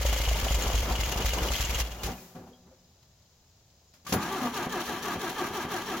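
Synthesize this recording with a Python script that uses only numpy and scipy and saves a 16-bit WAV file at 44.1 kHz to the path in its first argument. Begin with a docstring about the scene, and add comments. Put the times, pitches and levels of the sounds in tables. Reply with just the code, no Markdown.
"""Sawmill engine, stopped and cranked

An old six-cylinder engine idles under an open shed: firings boom in the pipe and knock the block,
valves clack, loose gear rattles. Switched off, it slows and rocks to rest with a clunk, leaking air.
After a quiet gap the solenoid clicks, the starter pinion slams in and cranks the engine: the gear
growl sags on every compression stroke and slackens after it. Heard from a few metres off in the yard."""
import sys
import numpy as np
from scipy import signal
from scipy.fft import rfft, irfft
from scipy.io import wavfile
from scipy.ndimage import uniform_filter1d

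SR = 44100
rng = np.random.default_rng(int(sys.argv[2]) if len(sys.argv) > 2 else 0)


def dump_mix(stems):
    """Bounce the given channels to the path in sys.argv[1] as a 16-bit WAV at rate SR."""
    frames = np.atleast_2d(stems).T  # one column per channel
    limited = np.clip(frames, -1, 1)  # hard clip at full scale
    pcm = np.round(limited * 32767).astype(np.int16)
    wavfile.write(sys.argv[1], SR, pcm)


N = 264600
T = np.arange(N) / SR


def undb(db):
    """Decibels to gain."""
    return 10 ** (np.asarray(db) / 20)


def unit(x):
    """Scale to rms 1."""
    return x / np.sqrt(np.mean(x ** 2))


def noise():
    """White noise."""
    return rng.standard_normal(N)


def ramp(start, end):
    """A fade from 0 at start to 1 at end; a fade-out if end comes first."""
    return np.clip((T - start) / (end - start), 0, 1)


def swell(at, rise, fall):
    """A straight rise to 1 and a straight fall back to 0."""
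    return ramp(at - rise, at) * ramp(at + fall, at)


def release(start, t60):
    """An envelope that holds at 1 until start, then dies away."""
    return np.exp(-np.log(1000) * np.maximum(T - start, 0) / t60)


def decay(start, t60):
    """An envelope that jumps up at start and dies away."""
    return (T >= start) * release(start, t60)


def sift(x, hz, kind, order=2):
    """A plain low-pass or high-pass."""
    return signal.sosfilt(signal.butter(order, hz, kind, fs=SR, output="sos"), x)


def flutter(rate_hz, depth_db):
    """A gain that wanders at random."""
    return undb(depth_db * np.clip(unit(sift(noise(), rate_hz, "low")), -2, 2))


def convolve(x, response):
    """Pass a sound through an impulse response."""
    return signal.fftconvolve(x, response.reshape((1,) * (x.ndim - 1) + (-1,)), axes=-1)[..., :N]


def colour(x, points, size=4096):
    """Causal EQ through (Hz, dB) points that keeps the power of white noise."""
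    hz, db = np.transpose(points)
    bin_hz = np.arange(size // 2 + 1) * SR / size
    log_gain = np.log(undb(np.interp(np.log(bin_hz + 1), np.log(hz), db)))
    cepstrum = irfft(log_gain)[:size // 2]
    cepstrum[0] /= 2
    response = irfft(np.exp(rfft(2 * cepstrum, size)))
    return convolve(x, response / np.linalg.norm(response))


def resonate(x, hz, width):
    """One resonance, gain 1 at its centre."""
    return signal.lfilter(*signal.iirpeak(hz, hz / width, fs=SR), x)


def ring(hits, hz, t60, phase=0):
    """One mode, struck by each impulse."""
    pole = np.exp((2j * np.pi * hz - np.log(1000) / t60) / SR)
    return (signal.lfilter([1], [1, -pole], hits + 1e-18) * np.exp(1j * phase)).imag


def taps(times, gains):
    """Impulses at the given times."""
    return np.bincount((np.clip(times, 0, None) * SR).astype(int), gains * (times >= 0), N)[:N]


def diffuse(split_hz=1300):
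    """Stereo noise: alike in the bass, wide in the treble."""
    common = noise()
    wide = 0.11 * common + 0.88 * rng.standard_normal((2, N))
    return unit(sift(common, split_hz, "low", order=1) + sift(wide, split_hz, "high", order=1))


def stereo_phase(radians=0.54):
    """A high mode reaches one microphone or the other first."""
    return radians * rng.permutation([1, -1])[:, None]


def bursts(hits, t60):
    """Each impulse shakes many close modes: a burst of noise that swells quickly and dies."""
    return convolve(hits, decay(0, t60) * (1 - decay(0, 0.04))) * diffuse()


def grains(per_s, spread_db, t60, bed):
    """Many small collisions of uneven size over a bed of countless finer ones."""
    sizes = (rng.random(N) < per_s / SR) * undb(spread_db * np.clip(noise(), -2, 2))
    return unit(unit(bursts(sizes, t60)) + bed * diffuse())


def loose_part(hz, t60, per_s, spread=0.0306, count=4):
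    """A loose part taps at random; where it is touched picks one of a few close pitches."""
    sound = 0
    for pitch in hz * (1 + spread * np.linspace(-1, 1, count)):
        hits = (rng.random(N) < per_s / count / SR) * rng.uniform(-0.88, 1, N)
        sound += ring(hits, pitch, t60, stereo_phase())
    return unit(sound)


def shimmer(hz):
    """A cluster of close modes around one pitch, rms 1."""
    width = 60 + hz / 35
    return unit(resonate(resonate(noise(), hz, width), hz, width))


# the idle's pulse, one row per four-stroke cycle: (start [s], exhaust [dB], knock [dB])
CYCLES = [(-.178, -6, 4), (.050, -6, 3), (.275, -5, 2.5), (.507, -4.5, 1.5), (.741, -3.5, -4),
          (0.991, -7.5, -3.5), (1.245, -6, -2.5), (1.504, -9, -1.5), (1.786, -28, 1.5)]
# accents in firing order: (place in the cycle [0-1], exhaust [dB], knock [dB], valve clack [dB])
CYLINDERS = [(0, 9, 1.5, -22), (0.159, 4, 0, -43), (0.336, 4.5, 2.5, -31.5), (0.492, -8.5, -1, -49),
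             (0.668, 7, -0.5, -24), (0.825, -18, -0.5, -36)]


def firings():
    """Six cylinders fire in turn: times, boom gains, knock gains and valve levels in dB."""
    start, cycle_boom_db, cycle_knock_db = np.transpose(CYCLES)
    place, boom_db, knock_db, valve_db = np.transpose(CYLINDERS)
    cycle = np.arange(len(start))
    count = (len(start) - 1) * len(place) + 1  # the last cycle fires only once
    times = np.interp((cycle[:, None] + place).ravel()[:count], cycle, start)
    booms = undb((cycle_boom_db[:, None] + boom_db).ravel()[:count])
    knocks = undb((cycle_knock_db[:, None] + knock_db).ravel()[:count] + rng.standard_normal(count))
    return times, booms, knocks, np.resize(valve_db, count)


# stray puffs from late burns and unfired cylinders: (time [s], level [dB])
PUFFS = [(0, -0.5), (1.6, -9), (1.643, -3), (1.755, -0.5), (1.805, -1.5), (1.911, -14), (1.981, -21),
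         (2.042, -4.5)]


def exhaust(times, booms):
    """Each puff of gas booms in two low modes of the pipe."""
    puff_s, puff_db = np.transpose(PUFFS)
    puffs = taps(times, booms) + taps(puff_s, undb(puff_db))
    return -(undb(-18.5) * ring(puffs, hz=56.2, t60=0.31) + undb(-43) * ring(puffs, hz=94, t60=0.25))


# boxy EQ of the block: (frequency [Hz], level [dB])
KNOCK_EQ = [(60, -41), (150, -3), (300, -19), (550, 1), (900, -5), (1500, -26), (3000, -10), (8000, -13)]
# ring of the hood panels: (pitch [Hz], t60 [s], level [dB])
HOOD_MODES = [(420, 0.036, -30), (504, 0.06, -4), (556, 0.052, 2), (656, 0.026, 6), (746, 0.023, 2),
              (920, 0.019, 2), (1103, 0.037, -1.5), (1280, 0.022, -12), (2096, 0.079, -6),
              (2740, 0.15, -35), (3220, 0.023, -25)]


def knock(times, knocks):
    """Each firing knocks the block and shakes the hood panels in a new mix."""
    block = undb(-31) * colour(bursts(taps(times, knocks), t60=0.05), KNOCK_EQ)
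    hood = 0
    for hz, t60, db in HOOD_MODES:
        lag_s = 0.00405 * rng.random(len(times))
        scatter_db = 4.2 * np.clip(rng.standard_normal(len(times)), -2, 2)
        hood += ring(taps(times + lag_s, knocks * undb(db + scatter_db)), hz, t60)
    return block + undb(-41) * hood


# standout valve clacks: (time [s], crack [dB], low ring [dB], high ring [dB])
CLACKS = [(0.063, -32, -40, -33), (.163, -35, -36, -33), (.253, -55, -32.5, -52), (.288, -31, -37, -41),
          (.484, -38, -29, -43), (.519, -36, -50, -39), (0.5445, -24, -40, -33), (.623, -36, -38, -29.5),
          (.753, -47, -47, -35), (.780, -44, -37, -48), (.954, -34, -33, -41), (0.996, -35, -39, -45),
          (1.035, -42, -31, -39), (1.118, -22.5, -51, -35.5), (1.220, -36, -33.5, -41),
          (1.254, -29, -44, -40), (1.333, -21, -42, -36), (1.488, -46, -34, -49), (1.524, -32, -46, -42),
          (1.553, -29, -31, -34), (1.607, -22.5, -41, -35), (1.649, -27, -48, -31.5),
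          (1.7463, -31, -36, -34), (1.7846, -23, -51, -41), (1.801, -35, -49, -38), (1.916, -32, -45, -58)]
# low and high ring of the rockers and push rods: (pitch [Hz], t60 [s], level [dB])
ROCKER_LOW = [(2650, .05, -7), (2900, .08, -1), (2960, .06, -4), (3110, .06, -4), (3230, .08, -2)]
ROCKER_HIGH = [(4200, 0.03, -11), (6300, 0.036, -11), (6490, 0.05, -6.5), (7090, 0.058, -6.5),
               (7360, 0.11, -10.5)]
# bright EQ of steel on steel: (frequency [Hz], level [dB])
CLANK_EQ = [(300, -8), (1000, 2), (3000, 3.5), (4500, 2.5), (7000, 4), (8300, -11), (11000, -4),
            (16000, -6)]


def valve_gear(times, knocks, valve_db, tappet_lag_s=0.0057, valve_lag_s=0.012):
    """Tappets and valves clack just behind each firing; the standout clacks ring the rockers."""
    tappets = undb(-35.5) * colour(bursts(taps(times + tappet_lag_s, knocks), t60=0.11), CLANK_EQ)
    clack_s, crack_db, low_db, high_db = np.transpose(CLACKS)
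    valves = taps(times + valve_lag_s, undb(valve_db + 2.5 * rng.standard_normal(len(times))))
    clacks = undb(1.5) * colour(bursts(valves + taps(clack_s, undb(crack_db)), t60=0.042), CLANK_EQ)
    rockers = 0
    for modes, hit_db in (ROCKER_LOW, low_db - 1.5), (ROCKER_HIGH, high_db + 3):
        for hz, t60, db in modes:
            gains = undb(hit_db + db + 3 * rng.standard_normal(len(clack_s)))
            rockers += ring(taps(clack_s, gains), hz, t60, stereo_phase())
    return tappets + clacks + rockers


# the loose running gear swings once a cycle: (time [s], swell [dB])
SWINGS = [(.44, 4), (.655, 10), (.91, 9.5), (1.165, 7.5), (1.415, 8.5)]
# EQ of heavy clatter and thin jingle: (frequency [Hz], level [dB])
CLATTER_EQ = [(50, -16), (120, 0.5), (290, -6), (400, -4), (720, -4.5), (1200, -7.5), (2000, -18.5),
              (3500, -22), (8000, -39)]
JINGLE_EQ = [(700, -36), (1500, -3), (2300, 0.5), (3100, 1.5), (3800, -3), (5000, -3.5), (7000, -3.5),
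             (8200, -17.5), (11000, -10.5), (16000, -9.5)]
# chattering brackets and rods: (pitch [Hz], t60 [s], level [dB], taps [1/s])
BRACKETS = [(2196, 0.016, -15.5, 71), (2898, 0.038, -11.5, 37), (3310, 0.17, -15, 100),
            (6540, 0.041, -18.5, 22), (7200, 0.049, -24, 99)]


def rattle():
    """Heavy gear clatters on each swing, thin parts jingle in between, linkage ticks; all ebb to rest."""
    swing_db = sum(db * swell(s, rise=0.12, fall=0.13) for s, db in SWINGS)
    coast = ramp(1.79, 1.94)  # from the last firing on
    clatter_db = -42 + swing_db - 5 * coast
    jingle_db = -35 - 0.24 * swing_db - 14.5 * coast
    ticks_db = -45.5 - 14.5 * coast
    clatter = colour(grains(per_s=260, spread_db=5.5, t60=0.079, bed=1), CLATTER_EQ)
    brackets = sum(undb(db) * loose_part(hz, t60, rate) for hz, t60, db, rate in BRACKETS)
    jingle = undb(-2) * colour(grains(per_s=300, spread_db=2.5, t60=0.016, bed=0.81), JINGLE_EQ)
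    ticks = colour(grains(per_s=65, spread_db=4.3, t60=0.026, bed=0.25), CLANK_EQ)
    mix = undb(clatter_db) * clatter + undb(jingle_db) * (jingle + brackets) + undb(ticks_db) * ticks
    return mix * ramp(2.205, 2.114)  # fades out as the crank stops


# EQ of the outdoor air and its patter: (frequency [Hz], level [dB])
YARD_EQ = [(20, 4), (45, -4), (72, 6), (110, 0.5), (170, -5.5), (260, -14.5), (450, -14.5), (650, -12.5),
           (1250, -21.5), (2200, -23), (4000, -19), (7000, -15.5), (8600, -34), (16000, -25.5)]
PATTER_EQ = [(1500, -20), (3000, -2), (4000, 1), (5000, -1), (6500, -8), (8500, -23)]
# thin rings in the patter: (pitch [Hz], t60 [s], level [dB], ticks [1/s])
TINKLE = [(4000, .035, -82, 120), (5050, .04, -78, 90)]


def yard():
    """Faint outdoor bed: low rumble, soft hiss and a patter of tiny ticks, some of which ring."""
    patter = colour(grains(per_s=120, spread_db=2.2, t60=0.022, bed=0.31), PATTER_EQ)
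    tinkle = sum(undb(db) * loose_part(hz, t60, rate) for hz, t60, db, rate in TINKLE)
    return undb(-61) * colour(diffuse(), YARD_EQ) + undb(-78) * patter + tinkle


# dying swings of the crank: (time [s], level [dB], t60 [s])
ROCKS = [(1.79, -68, 1.8), (2.06, -43, 1.55), (2.38, -43, 0.69), (2.67, -62.5, 1.3)]
# hollow body of the frame: (pitch [Hz], t60 [s], level [dB])
FRAME_MODES = [(132, 0.2, -20), (178.1, 0.5, -6), (204.8, 0.38, -9.5), (245, 0.23, -2), (374.3, 0.19, -4),
               (516.5, 0.34, -14), (624, 0.21, -22), (743, 0.064, -1), (900, 0.041, -45)]


def crank_rub(attack_s=0.034):
    """The crank rubs as it rocks to rest, sounding hollow through the frame."""
    friction = noise()
    hollow = unit(sum(undb(db / 2) * ring(friction, hz, t60) for hz, t60, db in FRAME_MODES))
    rocking = sum(undb(db) * ramp(s - attack_s, s) * release(s, t60) for s, db, t60 in ROCKS)
    return rocking * (undb(-4) * hollow + undb(-13) * colour(diffuse(), CLATTER_EQ))


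# EQ of the escaping air: (frequency [Hz], level [dB])
LEAK_EQ = [(800, 2.5), (3000, -3), (7000, 0.5), (8500, -11), (11000, -5), (16000, 0)]


def air_leak():
    """Air hisses out of the settling cylinders: it builds, holds and dies away."""
    return undb(-49.5) * ramp(1.8, 2.01) * release(2.22, t60=0.87) * colour(diffuse(), LEAK_EQ)


# hits as the crank rocks to rest and the starter bites:
# (time [s], thud [dB], clank [dB], thud t60 [s], clank t60 [s])
BLOWS = [(1.949, -41, -48, 0.086, .05), (2.031, -36, -32, 0.46, 0.23), (2.061, -33, -41, 0.065, 0.099),
         (2.087, -28, -68, 0.2, 0.16), (2.351, -40, -57.5, 0.41, 0.22), (2.473, -49, -61, 0.12, 0.15),
         (2.671, -49.5, -84, 0.22, 0.12), (2.714, -58, -72, 0.16, 0.052), (3.027, -68, -62, .05, .08),
         (3.936, -60.5, -56.5, 0.66, 0.22), (4.048, -52, -52.5, 0.15, 0.3),
         (4.065, -45.5, -41.5, 0.35, 0.81), (4.093, -34.5, -47, 0.1, 0.5), (4.123, -21, -24, 0.15, 0.078),
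         (4.138, -19.5, -45, 0.22, 0.033)]
# dull thumps of the cranked engine: (time [s], level [dB])
THUMPS = [(4.667, -27), (4.890, -31), (5.158, -28), (5.506, -32), (5.650, -28.5)]
# dark EQ of a thud: (frequency [Hz], level [dB])
THUD_EQ = [(30, -49), (70, 6), (130, 4.5), (220, 5), (450, -2), (800, -5.5), (1300, -9), (2500, -21),
           (8000, -57)]


def blows(thump_t60=0.087):
    """Heavy contacts: a dull thud that rings the frame, layered with a bright clank of steel."""
    thuds = [(s, db, t60) for s, db, _, t60, _ in BLOWS] + [(s, db, thump_t60) for s, db in THUMPS]
    thud_envelope = sum(undb(db) * decay(s, t60) for s, db, t60 in thuds)
    clank_envelope = sum(undb(db) * decay(s, t60) for s, _, db, _, t60 in BLOWS)
    thud = colour(sift(thud_envelope, 290, "low") * diffuse(), THUD_EQ)
    clank = colour(sift(clank_envelope, 140, "low") * diffuse(), CLANK_EQ)
    thud_s, thud_db, _ = np.transpose(thuds)
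    frame = sum(undb(db) * ring(taps(thud_s, undb(thud_db)), hz, t60) for hz, t60, db in FRAME_MODES)
    return undb(-6) * thud + clank + undb(-6.5) * frame


# metallic accents: (time [s], pitch [Hz], level [dB], t60 [s])
PINGS = [(2.07, 754, -32, 0.25), (2.18, 2480, -56, 0.12), (2.531, 3262, -59.5, 0.14),
         (2.5, 490, -49.5, 0.13), (2.47, 735, -51, 0.13), (2.714, 554, -51, .1), (3.027, 4030, -62, .06),
         (3.88, 6930, -66, .2), (3.937, 4920, -61, .12), (4.066, 1180, -42.5, 0.18),
         (4.065, 1570, -46, 0.2)]


def pings():
    """Thin steel parts ring briefly."""
    return sum(undb(db) * decay(s, t60) * shimmer(hz) for s, hz, db, t60 in PINGS)


# the pinion's double hit: (time [s], level [dB])
PINION_HITS = [(4.089, -43), (4.135, -33.5)]
# its high ring: (pitch [Hz], t60 [s], level [dB])
PINION_MODES = [(10500, 0.1, -3), (14650, 0.13, -1)]


def pinion():
    """The pinion touches the ring gear, then slams home."""
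    return sum(shimmer(hz) * sum(undb(db + hit_db) * decay(s, t60) for s, hit_db in PINION_HITS)
               for hz, t60, db in PINION_MODES)


# the starter whirs up, then labours into the first compression: (time [s], tooth rate [Hz])
SPIN_UP = [(4.12, 200), (4.18, 292), (4.27, 330), (4.305, 392), (4.36, 385), (4.39, 300), (4.42, 252),
           (4.495, 224)]
# each piston passing the top: (time [s], slow tooth rate before [Hz], fast tooth rate after [Hz],
# growl boost under load [dB], scrape dip when slack [dB], rasp on unloading [dB])
STROKES = [(4.515, 240, 460, 3, 7.5, 3.5), (4.688, 290, 460, 2, 10, 0.5), (4.853, 302, 462, 2.5, 0, 3),
           (5.008, 316, 462, 0.5, 4.5, 0.5), (5.183, 294, 440, 2, 10.5, -2), (5.340, 310, 458, 1, 6, 2),
           (5.508, 290, 465, 3, 7, 3), (5.676, 302, 455, 0.5, 10, -2), (5.843, 303, 468, 1.5, 6, 2),
           (6.01, 316, 455, 1.5, 3, 2)]
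STARTER_S = 4.12  # the starter bites


def cranking(drag_lead_s=0.064, surge_lag_s=0.028):
    """Tooth rate, growl dB and scrape dB: compression drags the gear, which goes slack, then surges."""
    speeds = list(SPIN_UP)
    growl_db = -36.5 + 0.5 * ramp(SPIN_UP[-1][0], STARTER_S)  # louder while it gets the crank moving
    scrape_db = -44
    for top, slow_hz, fast_hz, load_db, slack_db, rasp_db in STROKES:
        speeds += [(top - drag_lead_s, slow_hz), (top + surge_lag_s, fast_hz)]
        drag = swell(top - drag_lead_s, rise=0.06, fall=0.06)
        unloading = swell(top - 0.036, rise=0.025, fall=0.025)
        slack = swell(top + 0.0014, rise=0.039, fall=0.045)  # the tooth flanks part
        surge = swell(top + surge_lag_s, rise=0.027, fall=0.06)  # trapped air throws the crank forward
        growl_db += load_db * drag - 5 * slack
        scrape_db += 3 * surge + rasp_db * unloading - slack_db * slack
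    tooth_hz = np.interp(T, *np.transpose(sorted(speeds)))
    return uniform_filter1d(tooth_hz, size=1100), growl_db, scrape_db  # the flywheel rounds each change


def worn_shaft(turns, partials=80, size=1024):
    """A shaft's scars come round on every turn: a dense comb of partials that glide with its speed."""
    surface = irfft(np.r_[0, np.exp(2j * np.pi * rng.random(partials))], size)
    return unit(np.interp(turns % 1 * size, np.arange(size), surface))


# partials of the gear whine: (pitch [x tooth rate], level [dB])
GEAR_ORDERS = [(.89, -11), (1, -2), (1.11, -7), (2, -1), (2.22, -9), (2.77, -6), (3, -3), (3.77, -8),
               (4, 0), (5, -3), (5.2, -8), (6, -13)]
# resonances of the block and bell housing: (pitch [Hz], width [Hz], level [dB])
HOUSING_MODES = [(248, 20, 5), (356, 30, 7), (400, 40, 5), (755, 28, 10), (848, 28, 6), (930, 50, -1),
                 (1160, 34, 7), (1232, 45, 5), (1348, 40, -2), (1610, 65, 4), (1800, 120, -3),
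                 (2460, 36, 3)]
# EQ of the throaty growl and the bright scrape: (frequency [Hz], level [dB])
GROWL_EQ = [(60, -11.5), (190, 4.5), (310, 4), (400, 0.5), (520, -1), (900, 2), (1230, 1.5), (1470, -2.5),
            (1640, 0.5), (2000, -9), (3300, -5), (5000, -12.5), (9000, -35)]
SCRAPE_EQ = [(1000, -24), (2500, 3), (4200, 3.5), (5100, -3), (5700, 3.5), (7200, -0.5), (8400, -12.5),
             (10500, -2.5), (11700, -6.5), (12500, -4.5), (16000, -5)]
# steel parts that the starter shakes: (pitch [Hz], t60 [s], level [dB], taps [1/s])
STARTER_RATTLE = [(3100, 0.055, -11.5, 160), (4120, 0.025, -15.5, 120), (5720, 0.054, -14, 150),
                  (6700, 0.038, -18, 110)]


def starter(pinion_teeth=9):
    """Worn gears whine, scrape and ring the housing, swooping down and up with each compression."""
    tooth_hz, growl_db, scrape_db = cranking()
    jitter = 0.008 * unit(uniform_filter1d(noise(), size=200))
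    phase = np.cumsum(tooth_hz * (1 + jitter)) / SR  # counts teeth
    teeth = unit(np.diff(np.floor(phase), prepend=0) * undb(1.5 * noise()))  # one uneven click each
    whine = unit(sum(undb(db) * flutter(35, 2.5) * np.sin(2 * np.pi * (order * phase + rng.random()))
                     for order, db in GEAR_ORDERS))
    load = np.clip(1 - np.gradient(tooth_hz) * SR / 2200, 0.35, 1)  # lighter as the crank runs ahead
    scars = worn_shaft(phase / pinion_teeth)
    grind = unit(sift(np.exp(-(phase % 1) / 0.5) * diffuse(), 4330, "low"))
    drive = np.sqrt(load) * whine + undb(-5) * scars + undb(-18) * teeth + undb(-10) * grind
    housing = sum(undb(db) * resonate(drive, hz, width) for hz, width, db in HOUSING_MODES)
    housing = sift(housing, 3700, "low")
    housing /= np.std(housing[:, T > STARTER_S])
    # each partial flutters as it glides across the block's many small modes
    block = unit(convolve(scars, noise() * decay(0, t60=0.042)))
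    roughness = colour(unit(block + grind), GROWL_EQ)
    growl = undb(-2) * housing + undb(-7.5) * load * whine + undb(-8.5) * roughness
    # on the slow first stroke the tooth rate meets the lowest resonance and groans
    groan = undb(7) * resonate(resonate(np.cos(2 * np.pi * phase), 246, width=28), 246, width=30)
    grit = sum(undb(db) * loose_part(hz, t60, rate) for hz, t60, db, rate in STARTER_RATTLE)
    rasp = flutter(30, 1.3) * grains(per_s=600, spread_db=5.4, t60=0.022, bed=0.6)
    pinion_home = ramp(4.185, 4.216)
    scrape = pinion_home * (colour(undb(-8) * teeth + undb(0.16) * rasp, SCRAPE_EQ) + grit)
    frame_shudder = undb(-55) * unit(sift(sift(noise(), 68, "low"), 31, "high"))
    mix = undb(growl_db) * (growl + groan) + undb(scrape_db) * scrape + frame_shudder
    return mix * ramp(STARTER_S, STARTER_S + 0.031)


def shed(x, t60=0.038, wet_db=-12):
    """Roof and timber stacks scatter the sound into a very short tail."""
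    echoes = rng.standard_normal((2, N)) * decay(0.0024, t60)
    tail = np.array([convolve(side, echo / np.linalg.norm(echo)) for side, echo in zip(x, echoes)])
    return x + undb(wet_db) * sift(sift(tail, 400, "high"), 6200, "low", order=1)


def scene():
    """The engine in its shed, and the yard around it."""
    times, booms, knocks, valve_db = firings()
    idle = exhaust(times, booms) + knock(times, knocks) + valve_gear(times, knocks, valve_db) + rattle()
    impacts = blows() + pings() + pinion()
    settling = crank_rub() + air_leak()
    return shed(idle + impacts + settling + starter()) + yard()


def record(dry):
    """The left microphone gets more treble; the phone cuts the lowest bass and the top."""
    facing = 0.064 * sift(dry, 150, "high", order=1) + 0.46 * sift(dry, 12800, "high", order=1)
    heard = dry + np.array([[1], [-1]]) * facing
    top_cut = signal.ellip(10, 0.2, 80, 15950, fs=SR, output="sos")
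    return signal.sosfilt(top_cut, sift(heard, 57.4, "high", order=1))


dry = scene()
out = record(dry)
dump_mix(out)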